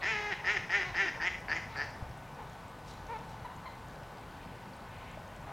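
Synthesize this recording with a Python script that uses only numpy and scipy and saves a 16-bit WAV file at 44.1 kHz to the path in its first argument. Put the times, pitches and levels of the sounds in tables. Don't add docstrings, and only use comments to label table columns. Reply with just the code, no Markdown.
import sys
import numpy as np
from scipy import signal
from scipy.fft import rfft, irfft, next_fast_len
from scipy.io import wavfile
from scipy.ndimage import uniform_filter1d

SR = 44100
rng = np.random.default_rng(int(sys.argv[2]) if len(sys.argv) > 2 else 0)


def transcribe(signal):
    frames = np.atleast_2d(signal).T
    limited = np.clip(frames, -1, 1)
    pcm = np.round(limited * 32767).astype(np.int16)
    wavfile.write(sys.argv[1], SR, pcm)


N = 243431


def gain_of(db):
    return 10 ** (np.asarray(db) / 20)


def unit_rms(x):
    return x / np.sqrt(np.mean(x ** 2) + 1e-20)


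def curve_at(points, hz):
    f, value = np.transpose(points)
    return np.interp(np.log(hz + 1), np.log(f + 1), value)


def add(mix, start, sound):
    part = mix[max(round(start * SR), 0):][:len(sound)]
    part += sound[:len(part)]


def wobble(size, hz):
    padded = next_fast_len(size + SR // 4, True)
    lowpass = np.exp(-(np.fft.rfftfreq(padded, 1 / SR) / hz) ** 2)
    return unit_rms(irfft(rfft(rng.standard_normal(padded)) * lowpass, padded))[:size]


def ease(u):
    u = np.clip(u, 0, 1)
    return u * u * (3 - 2 * u)


def bump(t, centre, width):
    return np.exp(-((t - centre) / width) ** 2)


# f/Hz, relative level/dB
RUMBLE_SPECTRUM = [(12, -33), (20, -5), (43, -1.5), (74, -2.5), (142, 0.5), (204, -6), (377, -13),
                   (513, -9.5), (660, -9.5), (873, -5), (1370, -14.5), (1530, -16.5), (1660, -15.5),
                   (6180, -34), (16000, -41)]
# f/Hz, correlation/0-1
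RUMBLE_LIKENESS = [(30, 1), (1500, 1), (4000, 0.99), (8000, 0.95), (14000, 0.8)]
def rumble(level_db=-47, patchy_db=1.29):
    frames, hz = N // 512 + 6, np.fft.rfftfreq(2048, 1 / SR)
    left_re, left_im, apart_re, apart_im, patches = rng.standard_normal((frames, len(hz), 5)).T
    patches = unit_rms(uniform_filter1d(uniform_filter1d(patches, size=14, axis=0), size=8, axis=1))
    patches_db = patchy_db * patches / (1 + (hz[:, None] / 5000) ** 2)
    likeness = curve_at(RUMBLE_LIKENESS, hz)[:, None]
    left = left_re + 1j * left_im
    right = likeness * left + np.sqrt(1 - likeness ** 2) * (apart_re + 1j * apart_im)
    spectra = np.array([left, right]) * gain_of(curve_at(RUMBLE_SPECTRUM, hz)[:, None] + patches_db)
    noise = unit_rms(signal.istft(spectra, nperseg=2048, noverlap=1536)[1][:, :N])
    return gain_of(level_db) * signal.sosfilt(signal.butter(2, 30, "high", fs=SR, output="sos"), noise)


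# f/Hz, level/dB
HUM_TONES = [(49, -62), (1497, -63)]
def hum(waver_hz=3.34):
    out = np.zeros(N)
    for hz, db in HUM_TONES:
        turns = np.cumsum(hz + waver_hz * wobble(N, 16)) / SR
        out += gain_of(db) * np.sqrt(2) * np.sin(2 * np.pi * turns)
    return out


def thump(db=-30, hz=88, rise_s=0.0026):
    t = np.arange(SR // 8) / SR
    return -gain_of(db) * t / rise_s * np.exp(1 - t / rise_s) * np.sin(2 * np.pi * hz * t)


# f/Hz, t60/s, level/dB
BUSH_TAIL = [(300, 0.91, -9.5), (880, 0.96, -6), (1900, 0.51, -6), (4100, 0.31, 3), (4950, 0.61, -4.5),
             (5690, 0.75, 0), (7000, 0.52, -1.5), (8840, 0.094, -37)]
# delay/s, level/dB
WATER_ECHOES = [(.0033, -18), (.0125, -23), (.021, -25)]
def pond(direct, bank_delay_s=0.073, bank_db=-14):
    taps = unit_rms(rng.standard_normal(SR) * (rng.random(SR) < 3000 / SR))
    taps *= np.clip(np.arange(SR) / SR / .03, 0, 1)
    hz, t, spectra = signal.stft(taps, SR, nperseg=256)
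    t60, db = (curve_at(np.array(BUSH_TAIL)[:, [0, k]], hz)[:, None] for k in (1, 2))
    unit_energy = np.sqrt(2 * np.log(1000) / (t60 * SR))
    spectra *= gain_of(db - 60 * t / t60) * unit_energy
    response = signal.istft(spectra, SR, nperseg=256)[1]
    for delay, echo_db in WATER_ECHOES:
        add(response, delay, gain_of([echo_db]))
    add(response, bank_delay_s, gain_of(bank_db) * signal.firwin(31, 3500, fs=SR))
    return direct + signal.fftconvolve(direct, response)[:N]


# t/s, peak level/dB, starting f/Hz, t60/s
POND_DRIPS = [(1.404, -49.5, 8100, 0.0073), (1.95, -48, 1880, 0.049), (2.034, -53, 5000, .01),
              (3.068, -48, 6000, 0.0072), (3.453, -57, 10600, 0.018), (3.564, -51, 6700, 0.012),
              (4.735, -53, 4340, .02), (5.174, -35.5, 613, 0.034)]
def drip(db, hz, t60):
    t = np.arange(0, t60, 1 / SR)
    return gain_of(db - 60 * t / t60) * np.sin(2 * np.pi * hz * t * (1 + 0.22 * t / t60))


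def dabbling(per_s=110, least_db=-66, spread_db=6, lowest_hz=2600):
    out = np.zeros(N)
    for when, pitch, chance in rng.random((int(per_s * N / SR), 3)):
        size_db = spread_db * min(-np.log(1 - chance), 3)
        add(out, when * N / SR, drip(least_db + size_db, lowest_hz * 3.2 ** pitch, t60=.005))
    return out


# t/s, length/s, level/dB, centre f/Hz, width/octaves
POND_SLOSHES = [(2.833, 0.13, -61.5, 4140, 0.69), (3.205, 0.21, -69.5, 3303, 0.91),
                (4.339, 0.18, -66, 2230, 0.55), (4.776, 0.5, -62.5, 2230, 0.42)]
def slosh(length, db, hz, octaves):
    size = 2 * int(length * SR / 2)
    spray = rng.standard_normal(size) * gain_of(3.5 * wobble(size, 150))
    colour = np.exp(-.5 * (np.log2(np.fft.rfftfreq(size, 1 / SR) / hz + 1e-6) / octaves) ** 2)
    return gain_of(db) * unit_rms(irfft(rfft(spray) * colour) * signal.windows.hann(size))


# f/Hz, relative level/dB
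FAR_SPECTRUM = [(300, -17), (470, -2), (950, 3.5), (1400, -9), (1900, -12), (2500, -13.5), (3000, -26.5),
                (4000, -29.5), (6000, -45)]
# t/s, length/s, level/dB, top f/Hz, roughness/0-1, tilt/(dB per kHz)
FAR_ANSWERS = [(0, 0.056, -50, 416.4, 0.58, 7.5), (0.836, 0.084, -47, 370.2, .1, 5.5),
               (1.126, 0.081, -52.5, 470.6, 0.65, -9), (1.672, 0.11, -51, 448, 0.39, 5),
               (2.362, 0.1, -50, 455, 0.59, 0), (3.074, 0.12, -42.5, 466.6, 0.23, 0.5),
               (3.445, 0.027, -43.5, 998, 0.01, 2.5), (3.494, 0.031, -51.5, 972, 0.16, 4),
               (3.653, 0.033, -45.5, 1034, 0.4, 5), (4.861, .34, -63, 542, 0.26, 4),
               (5.452, 0.1, -49.5, 422.2, 0.74, -1)]
def far_call(length, db, top_hz, rough, tilt_db, arch=0.135):
    u = np.linspace(-1, 1, int(length * SR))
    hz = top_hz * (1 - arch * (u + 0.11) ** 2) * (1 + 0.109 * rough * wobble(len(u), 205))
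    turns = np.cumsum(hz) / SR
    tone = np.zeros(len(u))
    for k in range(1, int(4800 / top_hz) + 1):
        harmonic_db = curve_at(FAR_SPECTRUM, k * hz) + tilt_db * k * top_hz / 1000
        tone += gain_of(harmonic_db) * np.cos(2 * np.pi * (k * turns + rng.random()))
    flutter = 1 + 0.69 * rough * wobble(len(u), 320)
    return gain_of(db) * unit_rms(tone * flutter * signal.windows.tukey(len(u), .6))


def pulse_rate(t, length, first_hz, top_hz, crest, settle_s=0.065, end_hz=160):
    hz = first_hz + (top_hz - first_hz) * ease(t / crest)
    hz *= 1 - 0.07 * ease((t - crest) / settle_s)
    ending_s = np.clip(length - crest, 0.012, 0.062)
    ending = np.clip(1 - (length - t) / ending_s, 0, 1) ** 1.55
    return hz + (min(end_hz, top_hz) - hz) * ending


def register(t, hz, top_hz, crest, accent, rough_hz=169.7, smooth_hz=193.5, sing_hz=186, mend_hz=166):
    rough = (0.56 - 0.41 * ease((hz - rough_hz) / (smooth_hz - rough_hz))) * (1 - 0.39 * accent)
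    broken = ease((t - crest - 0.003) / 0.02) * ease((top_hz - sing_hz) / 10)
    doubling = 0.97 * broken * ease((hz - mend_hz) / 12)
    clear = 0.66 * (1 - broken) * ease((hz - sing_hz) / 10)
    return np.clip([rough + 0.07 * doubling, doubling, clear], 0, 1)


def syrinx(turns, rough, doubling):
    pulses = sum((1 - doubling * (k % 2)) * np.cos(2 * np.pi * k * turns) for k in range(1, 44))
    puffs = (.3 + np.exp(-(turns % 1) / .4)) * rng.standard_normal(len(turns))
    shimmer_db = (7 * rough - 0.2) * wobble(len(turns), 170)
    return (unit_rms(pulses) + 2 * rough * unit_rms(puffs)) * gain_of(shimmer_db)


def overtone(turns):
    return unit_rms(np.sin(2 * np.pi * 9 * turns) * (1 + .45 * np.cos(4 * np.pi * turns)))


def resonate(x, hz, width):
    carrier = np.exp(2j * np.pi * np.cumsum(hz * np.ones(len(x))) / SR)
    pole = np.exp(-np.pi * width / SR)
    smoothed = signal.lfilter([(1 - pole) ** 2], [1, -2 * pole, pole * pole], x / carrier + 1e-18)
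    return 2 * (carrier * smoothed).real


def cavity(drive, modes, tuning, band_hz, ring=0):
    rung = sum(gain_of(db) * resonate(drive, hz * tuning, width) for hz, width, db in modes)
    first_hz, first_width, _ = modes[0]
    rung += ring * resonate(drive, first_hz * tuning, first_width / 2.6)
    bandpass = signal.butter(2, band_hz, "band", fs=SR, output="sos").repeat(2, axis=0)
    rung = signal.sosfilt(bandpass, rung)
    power = uniform_filter1d(uniform_filter1d(rung ** 2, size=600), size=600)
    return rung / np.sqrt(abs(power) + 1e-12)


# f/Hz before tuning, width/Hz, relative level/dB
CHEST_MODES = [(446, 170, 0), (896, 620, 1.5), (1342, 217, 0.5)]
def chest(drive, strain_db, doubling):
    db = -44.5 + 0.26 * strain_db + 2.5 * doubling
    return gain_of(db) * cavity(drive, CHEST_MODES, tuning=0.972, band_hz=(230, 1700))


# f/Hz, width/Hz, relative level/dB
RASP_MODES = [(5100, 1750, 6), (6060, 820, -0.5), (8200, 790, -40)]
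def rasp(t, drive, strain_db, bill, shut, attack_s=0.021, fade_db_per_s=18.5):
    db = -51 + 0.35 * strain_db + 3.5 * shut - fade_db_per_s * t
    rung = cavity(drive, RASP_MODES, bill, band_hz=(3670, 8040), ring=6 * shut)
    return gain_of(db) * ease(t / attack_s) * rung


# f/Hz, width/Hz, relative level/dB
THROAT_MODES = [(1898, 420, 5), (2100, 1490, -1), (3240, 71, -21), (3650, 510, -18)]
def throat(drive, top_hz, bill, shut, closing):
    return cavity(drive, THROAT_MODES, bill, band_hz=(1200, 21.26 * top_hz), ring=2.2 * shut + closing)


# t/s, length/s, base level/dB, push after/s, push width/s, push/dB,
# closing accent/dB, first pulse f/Hz, top pulse f/Hz, top after/s, throat f/Hz with the bill shut,
# its rise/Hz as the bill opens
FLAMINGO_HONKS = [(0.018, 0.33, -39, 0.07, 0.052, 10, 7.5, 159.7, 224.2, 0.08, 1856, 174),
                  (0.441, 0.15, -38.5, 0.058, 0.032, 13.5, 9, 171.9, 213.6, 0.085, 1816, 153),
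                  (0.693, 0.15, -36.5, 0.059, 0.025, 12.5, 4.5, 170.2, 204, 0.064, 1790, 130),
                  (0.941, 0.16, -36.5, 0.0695, 0.032, 11, 3, 157.2, 198.8, 0.068, 1770, 130),
                  (1.2, 0.097, -36, 0.0516, 0.03, 3, 6.5, 153.6, 185.4, 0.076, 1715, 267),
                  (1.477, 0.113, -41, 0.045, 0.02, 10.5, 7, 146.7, 165.2, 0.094, 1695, 278),
                  (1.752, 0.1025, -44.5, 0.063, 0.036, 11, -6, 138, 147, 0.095, 1707, 110)]
def honk(length, level_db, push_at, push_width, push_db, closing_db, first_hz, top_hz, crest,
         shut_hz, open_hz, attack_s=0.0032, release_s=0.012, hop_hz=1950):
    t = np.arange(0, length, 1 / SR)
    push, closing = bump(t, push_at, push_width), bump(t, length - 0.0189, 0.0121)
    effort_db = level_db + push_db * push + closing_db * closing
    strain_db = effort_db + 33
    hz = pulse_rate(t, length, first_hz, top_hz, crest)
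    rough, doubling, clear = register(t, hz, top_hz, crest, accent=np.maximum(push, closing))
    doubling *= 1 - 0.62 * closing
    gape = bump(t, crest, np.where(t < crest, 0.038, 0.023))
    throat_hz = shut_hz + open_hz * gape + 48.6 * closing
    bill = throat_hz / 1850
    shut = np.clip((1930 - throat_hz) / 130, 0, 1) * (1 - doubling) * (1 - clear) ** 2
    jitter = 1 + .2 * rough ** 2 * wobble(len(t), 160)
    turns = np.cumsum(hz * jitter) / SR
    drive = syrinx(turns, rough, doubling)
    breath = (0.5 + 2 * np.exp(-(turns % 1) / .5)) * rng.standard_normal(len(t))
    hop = np.clip(0.34 * doubling * (1 - closing) ** 2, 0, 1 - clear)
    even_harmonic = 2 * round(hop_hz / top_hz / 2)
    hopped = unit_rms(np.sin(2 * np.pi * even_harmonic * turns))
    sung = np.sqrt(clear) * overtone(turns) + np.sqrt(hop) * hopped
    rung = np.sqrt(1 - clear - hop) * throat(drive + .22 * breath, top_hz, bill, shut, closing)
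    voice = gain_of(effort_db) * (rung + sung) + chest(drive, strain_db, doubling)
    voice += rasp(t, drive + breath, strain_db, bill, shut)
    return voice * np.clip(np.minimum(t / attack_s, (length - t) / release_s), 0, 1)


def scene(thump_at_s=2.024, left_db=0.55, right_db=-0.6):
    direct = dabbling()
    for source, rows in ((honk, FLAMINGO_HONKS), (far_call, FAR_ANSWERS),
                         (drip, POND_DRIPS), (slosh, POND_SLOSHES)):
        for start, *settings in rows:
            add(direct, start, source(*settings))
    at_microphone = pond(direct)
    add(at_microphone, thump_at_s, thump())
    return (at_microphone + rumble() + hum()) * gain_of([[left_db], [right_db]])


def record(dry):
    lowpass = signal.firwin(511, cutoff=16450, window=("kaiser", 9), fs=SR)
    return signal.oaconvolve(dry, lowpass[None], "same")


dry = scene()
out = record(dry)
transcribe(out)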